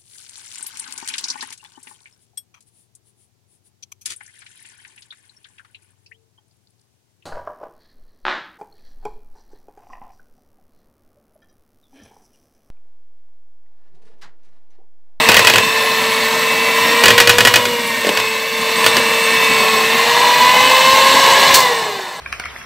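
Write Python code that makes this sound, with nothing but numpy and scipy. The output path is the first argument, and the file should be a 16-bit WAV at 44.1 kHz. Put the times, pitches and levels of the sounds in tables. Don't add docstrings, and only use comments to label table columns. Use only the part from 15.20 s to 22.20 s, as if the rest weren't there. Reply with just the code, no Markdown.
import sys
import numpy as np
from scipy import signal
from scipy.fft import rfft, irfft, next_fast_len
from scipy.io import wavfile
from scipy.ndimage import uniform_filter1d

SR = 44100
rng = np.random.default_rng(int(sys.argv[2]) if len(sys.argv) > 2 else 0)


def wav_record(signal):
    frames = np.transpose(np.atleast_2d(signal))
    bounded = np.clip(frames, -1, 1)
    quanta = np.round(bounded * 32767).astype(np.int16)
    wavfile.write(sys.argv[1], SR, quanta)


N = 308739
TIME_S = np.arange(N) / SR

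SLOTS, WIRES = 12, 4
MAINS_HZ = 50
OFF_S, COAST_S = 6.338, 1.305
WORKING_TURNS_PER_S = 226
DB_PER_DOUBLING = 20.5
SLACK_S = 0.27
CEILING, EDGE_HZ = .95, 15750

# (time [s], speed [turns/s])
POWERED_SPEED = [(0, 227.2), (.4, 223.6), (.8, 223.3), (1.52, 226.5), (1.84, 234.2), (2.38, 245.3),
                 (2.7, 231.2), (3.03, 220.8), (3.28, 226.2), (3.5, 224.7), (3.85, 227.7), (4.2, 225.8),
                 (4.56, 221), (4.72, 226.5), (4.98, 239.5), (5.7, 264.6), (6, 270.7), (6.33, 273.8)]
# (time [s], share [0-1])
BEATER_LIFT = [(0, 0.57), (2.3, 0.14), (2.6, 0.13), (3.0, 0.38), (4.5, 0.42), (5.0, 0.75), (5.6, 0.84),
               (6.0, 1), (6.5, 0.98), (7, 1)]
# (time [s], level [dB])
HAND_SWELL = [(0, 1.8), (.33, .5), (.46, 0), (1.0, 0.5), (1.4, -0.16), (1.72, 2.4), (1.92, 0.5), (2.08, -3),
              (2.32, -2), (2.62, -3), (2.98, -1.2), (3.27, -4), (3.68, 1.5), (3.95, 0), (4.4, 2),
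              (4.66, 1.1), (5.3, -0.77), (6.3, -1.6)]
PART_LEVELS = {"churn": (-28.5, 1.5, -5, -2), "gears": (-28, 1.3, 6.5, -2), "shell": (-24.5, 1.87, 4.5, -5),
               "rasp": (-19, 1.26, 1.5, -8), "hiss": (-27.5, 1, 4, -7), "sing": (-21.5, 11.5, 8, -7),
               "order 4": (-42.5, .7, 11.5, -9), "order 8": (-40.5, 1.35, 6, -3)}
# (multiple of shaft speed [1], relative level [dB])
SHAFT_ORDERS = [(1, -26.5), (6, -23.5), (7, -28), (9, -26.5), (11, -66), (12, -24), (16, -37.5), (18, -62),
                (20, -24), (24, -18), (28, -19.5), (30, -31), (32, -22.5), (36, -15), (40, -41), (44, -20),
                (48, -13.5), (52, -18), (56, -35), (60, -15), (64, -27), (72, -24), (84, -24)]
# (time [s], level [dB])
HUM_LEVEL = [(0, -25.5), (1.68, -25), (1.87, -19), (2.12, -18), (2.3, -25), (2.55, -22.5), (2.77, -34.5),
             (3.0, -26.5), (3.25, -29), (3.6, -23.5), (4.88, -22.5), (5.28, -30), (5.5, -20), (6.45, -23),
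             (6.82, -34.5), (7, -63)]
# (time [s], level [dB])
HIGH_WHINE_LEVEL = [(0, -40), (.5, -44), (.95, -29.5), (1.45, -26.5), (2.0, -27), (2.5, -35), (2.68, -30),
                    (3.3, -32.5), (4.35, -23), (4.72, -33), (5.5, -21), (6.102, -32), (7, -38)]
# (time [s], level [dB])
MAGNETIC_LEVEL = [(0, -23), (0.402, -22.5), (.95, -33.5), (1.42, -23.5), (2.648, -39), (3.05, -26.5),
                  (3.3, -32), (3.851, -24.5), (4.32, -22), (4.72, -26), (5.15, -38), (5.45, -35),
                  (5.7, -49), (7, -59)]
# (centre [Hz], width [Hz], lift [dB])
TONE_RESONANCES = [(985, 78, 16.5), (1057.6, 51, 9), (1868, 320, 10), (2046, 125, 8.5)]
# (centre [Hz], width [Hz], lift [dB])
HOUSING_MODES = [(604, 113, 8), (1802, 270, -6), (2070, 480, 5.5), (2596, 190, 2.5), (2933, 140, 4.5),
                 (3410, 34, 7), (3580, 117, 8.5), (4080, 45, 6), (4467, 240, 4), (5260, 180, 2),
                 (5820, 250, 3), (7030, 590, -3), (8330, 730, 4), (13650, 680, 5.5)]
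# (frequency [Hz], relative level [dB])
CHURN_SPECTRUM = [(25, -47), (60, -22), (130, -11), (190, -6.5), (240, 4), (340, -11.5), (480, -33),
                  (800, -27)]
# (frequency [Hz], relative level [dB])
GEAR_SPECTRUM = [(200, -38.5), (380, -6.5), (480, 4), (730, -5), (900, -0.5), (1150, -13), (1300, -4),
                 (1500, -8), (2200, -32)]
# (frequency [Hz], relative level [dB])
RASP_SPECTRUM = [(900, -28.5), (1400, -8), (1700, 0.5), (2200, -1.5), (2420, -4), (3150, -4), (4400, -7),
                 (5200, -28.5), (7500, -25.5)]
# (frequency [Hz], relative level [dB])
HISS_SPECTRUM = [(3000, -33.5), (4900, 2.5), (6500, -0.5), (7900, 1.5), (8700, -9), (9300, -8.5),
                 (11000, -5), (15500, -6)]
# (frequency [Hz], gain [dB])
FREE_RUN_GAIN = [(175, 5), (270, -3), (400, 5), (580, -7), (800, 10.5), (1050, 10), (1300, -4), (1750, 7),
                 (2200, -1), (2700, 5.5), (3100, -1), (4000, 8), (5000, 1.5), (7500, 1), (14000, -4)]
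# (time [s], strikes [count], gap between strikes [s],
# relative clack level [dB], relative thud level [dB], gain per further strike [dB])
BOWL_TOUCHES = [(.088, 1, .025, 1, -9.5, 0), (0.1182, 2, 0.025, -7.5, -30, 3),
                (0.1677, 2, .025, 0, -11, -4), (.248, 2, 0.023, -8, -30, 9.5), (.299, 1, .025, -5, -17, 0),
                (0.3373, 2, .0208, -9, -16, 4), (.383, 1, 0.021, -8, -20, 0),
                (1.8371, 2, 0.02, -1, -11, -0.5), (1.8817, 2, 0.023, 0, -12, -2.5),
                (1.9794, 2, 0.022, 0, -17, 3), (2.0736, 2, .0204, -3.5, -19, 7.5),
                (2.1839, 2, 0.022, -2, -13.5, -1.5), (2.2504, 2, .0214, -0.5, -17, 0.5),
                (2.3396, 2, 0.019, -3.5, -16, 2.5), (2.4545, 1, .021, -12.5, -20, 0),
                (2.847, 3, .022, -20.5, -17.5, 3), (2.973, 2, 0.027, -12, -38, -3.5),
                (3.643, 2, .0202, -12, -21, 8.5), (3.768, 1, .022, -8.5, -15, 0)]
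# (frequency [Hz], relative level [dB], t60 [s])
BOWL_MODES = [(1479, -3, 0.062), (1725, 2.5, 0.045), (1913, -4.5, 0.066), (1907, -2.5, 0.074),
              (2504, 4, 0.051), (2900, -2, 0.02), (2892, -1, 0.078), (3253, -2.5, 0.055), (3313, -6, 0.062),
              (3950, -8.5, 0.06), (4580, -0.5, 0.043), (6100, -14, .05)]
# (frequency [Hz], relative level [dB])
CLACK_SPECTRUM = [(100, -35), (400, 0.5), (1000, 6.5), (1800, 7.5), (3000, 7), (4500, 2.5), (8000, -9.5),
                  (9500, -10), (15000, -41)]
# (frequency [Hz], relative level [dB])
THUD_SPECTRUM = [(120, -32.5), (200, -3), (280, -9), (370, -2.5), (540, 2.5), (750, -9.5), (1500, -51)]
# (frequency [Hz], relative level [dB])
BOARD_SPECTRUM = [(25, -31), (60, -42), (110, 14), (160, -13), (300, -29)]
# (time [s], level [dB])
SWITCH_DETENTS = [(6.342, 1.5), (6.355, -10), (6.402, -15)]
# (frequency [Hz], relative level [dB])
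SNAP_SPECTRUM = [(200, -14), (1000, -3), (3000, 4), (4100, 4), (4330, 15), (4600, 4.5), (8000, 4.5),
                 (9500, -5), (15000, -1)]


def mixer(lump_db=2.0, chatter_db=1.5, sing_hz=2985, sing_width_hz=22, loose_from=0.748, loose_range=0.072):
    turns, beater_turns = shaft()
    level_db = part_levels()
    lines = shaft_lines(turns)
    brushes = unloaded(vibration(turns, beater_turns, lines))
    train = unloaded(vibration(turns, beater_turns, lines))

    body = amp(level_db["churn"] + lump_db * drift(13)) * unit(colour(brushes, CHURN_SPECTRUM))
    gears = unit(colour(train, GEAR_SPECTRUM, HOUSING_MODES))
    body += amp(level_db["gears"] + chatter_db * drift(31)) * gears
    body += amp(level_db["rasp"]) * unit(colour(brushes, RASP_SPECTRUM, HOUSING_MODES))
    body += amp(level_db["hiss"]) * unit(colour(train, HISS_SPECTRUM, HOUSING_MODES))
    body += amp(level_db["shell"]) * shell(beater_turns)

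    loose = np.clip((curve(BEATER_LIFT) - loose_from) / loose_range, 0, 1)
    sing = loose * amp(level_db["sing"]) * resonate(rng.standard_normal(N), sing_hz, sing_width_hz)
    return reflections(body) + whine(turns, level_db) + sing


def motor_speed():
    return curve(POWERED_SPEED) * np.exp(-np.maximum(TIME_S - OFF_S, 0) / COAST_S)


def shaft(wobble=0.000867, flutter=0.00089, gear_ratio=20.5):
    speed = motor_speed()
    beater_turns = np.cumsum(speed) / SR / gear_ratio
    drag = flutter * np.sin(2 * np.pi * WIRES * beater_turns)
    turns = np.cumsum(speed * (1 + wobble * drift(12.2) + drag)) / SR
    return turns, beater_turns


def part_levels():
    pace_db = DB_PER_DOUBLING * np.log2(motor_speed() / WORKING_TURNS_PER_S)
    swell_db = curve(HAND_SWELL)
    lift = curve(BEATER_LIFT)
    slack = 1 - np.exp(-np.maximum(TIME_S - OFF_S, 0) / SLACK_S)
    return {name: db + pace_db + share * swell_db + free_db * lift + off_db * slack
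            for name, (db, share, free_db, off_db) in PART_LEVELS.items()}


def shaft_lines(turns):
    return sum(amp(db) * line(round(order) * turns, fade_db=2.5, fuzz=.33) for order, db in SHAFT_ORDERS)


def vibration(turns, beater_turns, lines, chop=0.32, mains_pulse=0.026, throb=0.008, grain=0.23, lines_db=-2):
    bars = 1 + chop * np.cos(2 * np.pi * SLOTS * turns)
    current = 1 + mains_pulse * np.cos(2 * np.pi * 2 * MAINS_HZ * TIME_S) * (TIME_S < OFF_S)
    sway = 1 + throb * (np.sin(2 * np.pi * beater_turns) + np.sin(2 * np.pi * WIRES * beater_turns))
    sparks = np.exp(grain * unit(uniform_filter1d(rng.standard_normal(N), size=25)))
    scrape = unit(rng.standard_normal(N) * bars * current * sparks)
    return sway * (scrape + amp(lines_db) * lines)


def unloaded(x):
    lift = np.clip(curve(BEATER_LIFT), 0, 1)
    table_hz, table_db = np.transpose(FREE_RUN_GAIN)
    size = next_fast_len(N)
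    hz = np.fft.rfftfreq(size, 1 / SR) + 1
    gain = amp(np.interp(np.log(hz), np.log(table_hz), table_db))
    free = irfft(rfft(x, size) * gain, size)[:N]
    return (1 - lift) * x + lift * free


def shell(beater_turns, mode_hz=1045, width_hz=150, throb=0.083):
    push = rng.standard_normal(N) * (1 + throb * np.sin(2 * np.pi * WIRES * beater_turns))
    return resonate(resonate(push, mode_hz, width_hz), mode_hz, width_hz)


def whine(turns, level_db, slots_db=-4):
    hum = amp(curve(HUM_LEVEL)) * line(2 * turns, fade_db=.3, fuzz=.08)
    upper = sum(tone(order * turns, level_db["order " + str(order)]) for order in (4, 8))
    high = amp(curve(HIGH_WHINE_LEVEL)) * line(10 * turns, fade_db=.8, fuzz=.22)
    slots = line(SLOTS * turns, fade_db=1, fuzz=.16)
    sideband = line(SLOTS * turns - 2 * MAINS_HZ * TIME_S, fade_db=1, fuzz=.16)
    magnetic = amp(curve(MAGNETIC_LEVEL)) * (sideband + amp(slots_db) * slots)
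    return hum + upper + high + magnetic


def tone(turns, db, fade_db=2.0, fuzz=0.2):
    pitch_hz = np.gradient(turns) * SR
    boost_db = sum(lift_db / (1 + (2 * (pitch_hz - centre_hz) / width_hz) ** 2)
                   for centre_hz, width_hz, lift_db in TONE_RESONANCES)
    return amp(db + boost_db) * line(turns, fade_db, fuzz)


def line(turns, fade_db, fuzz):
    level = amp(fade_db * drift(4.9)) * (1 + fuzz * drift(40))
    phase = 2 * np.pi * (turns + rng.random()) + fuzz * drift(50)
    return np.sqrt(2) * level * np.cos(phase)


def reflections(x, travel=0.0546, strength=0.22):
    out = x
    for delay_s in (.0017, .0031, .0058):
        moving_delay_s = delay_s * (1 + travel * drift(1.04))
        out = out + strength * np.interp(TIME_S - moving_delay_s, TIME_S, x)
    return out / np.sqrt(1 + 3 * strength ** 2)


def knocks(ring_db=-7.0, clack_db=0.0, thud_db=1, tick_db=-3, board_db=-20):
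    s, clack, thud = strikes()
    ring = bowl_ring(s, clack + ring_db)
    clacks = blows(s, clack + clack_db, decay_s=0.0043, room_db=-11.5, room_s=0.035, impact=8.5)
    ticks = blows(s, clack + tick_db, decay_s=0.0023, room_db=-11.5, room_s=0.016)
    thuds = blows(s, thud + thud_db, decay_s=0.007, room_db=-13.0, room_s=0.067, impact=8.6)
    thumps = blows(s, clack + board_db, decay_s=0.0037, room_db=-17.5, room_s=0.12, impact=6.7)
    out = ring + colour(clacks, CLACK_SPECTRUM) + colour(ticks, HISS_SPECTRUM)
    return out + colour(thuds, THUD_SPECTRUM) + colour(thumps, BOARD_SPECTRUM)


def strikes():
    return np.transpose([(s + k * gap_s, clack_db + k * gain_db, thud_db + k * gain_db)
                         for s, count, gap_s, clack_db, thud_db, gain_db in BOWL_TOUCHES
                         for k in range(round(count))])


def bowl_ring(times_s, levels_db, spot_db=3, detune=0.007):
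    t = np.arange(SR // 4) / SR
    out = np.zeros(N)
    hz, mode_db, t60_s = np.transpose(BOWL_MODES)[:, :, None]
    decay = np.exp(-np.log(1000) * t / t60_s)
    for s, db in zip(times_s, levels_db):
        share, shift, phase = rng.standard_normal((3, len(BOWL_MODES), 1))
        wave = np.sin(2 * np.pi * (hz * (1 + detune * shift) * t + phase))
        modes = amp(mode_db + spot_db * share) * decay * wave
        add(out, s, amp(db) * modes.sum(0))
    return out


def blows(times_s, levels_db, decay_s, room_db, room_s, impact=0):
    t = np.arange(SR // 3) / SR
    out = np.zeros(N)
    shape = np.hypot(np.exp(-t / decay_s), amp(room_db) * np.exp(-t / room_s))
    for s, db in zip(times_s, levels_db):
        add(out, s, amp(db) * (shape * rng.standard_normal(len(t)) + impact * (t == 0)))
    return out


def switch():
    s, db = np.transpose(SWITCH_DETENTS)
    return colour(blows(s, db, decay_s=0.0076, room_db=-7.5, room_s=0.036), SNAP_SPECTRUM)


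def resonate(x, hz, width_hz):
    return unit(signal.lfilter(*signal.iirpeak(hz, hz / width_hz, SR), x))


def colour(x, spectrum, modes=()):
    return signal.oaconvolve(x, response(spectrum, modes))[:N]


def response(spectrum, modes=(), size=4096):
    hz = np.abs(np.fft.fftfreq(size, 1 / SR)) + 1
    table_hz, table_db = np.transpose(spectrum)
    db = np.interp(np.log(hz), np.log(table_hz), table_db)
    db = db - 20 * np.log10(np.maximum(table_hz[0] / hz, 1) * np.maximum(hz / table_hz[-1], 1))
    for centre_hz, width_hz, lift_db in modes:
        db = db + lift_db / (1 + (2 * (hz - centre_hz) / width_hz) ** 2) ** 2
    return minimum_phase(db)


def minimum_phase(db):
    log_gain = np.log(amp(db))
    phase = -signal.hilbert(log_gain).imag
    taps = np.fft.ifft(np.exp(log_gain + 1j * phase)).real[:len(db) // 2]
    return taps / np.linalg.norm(taps)


def drift(rate_hz):
    steps = rng.standard_normal(2048)
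    hz = np.fft.rfftfreq(len(steps), N / SR / len(steps))
    smooth = unit(irfft(rfft(steps) * np.exp(-(hz / rate_hz) ** 2)))
    return np.interp(TIME_S, np.linspace(0, N / SR, len(steps)), smooth)


def curve(table):
    s, value = np.transpose(table)
    return np.interp(TIME_S, s, value)


def amp(db):
    return 10 ** (np.asarray(db) / 20)


def unit(x):
    return x / np.sqrt(np.mean(x ** 2) + 1e-20)


def add(mix, s, sound):
    part = mix[round(s * SR):][:len(sound)]
    part += sound[:len(part)]


def scene():
    return np.tile(mixer() + knocks() + switch(), (2, 1))


def record(dry):
    edge = signal.firwin(511, EDGE_HZ, window=("kaiser", 8), fs=SR)
    return signal.oaconvolve(np.clip(dry, -CEILING, CEILING), edge[None], "same")


dry = scene()
out = record(dry)
wav_record(out)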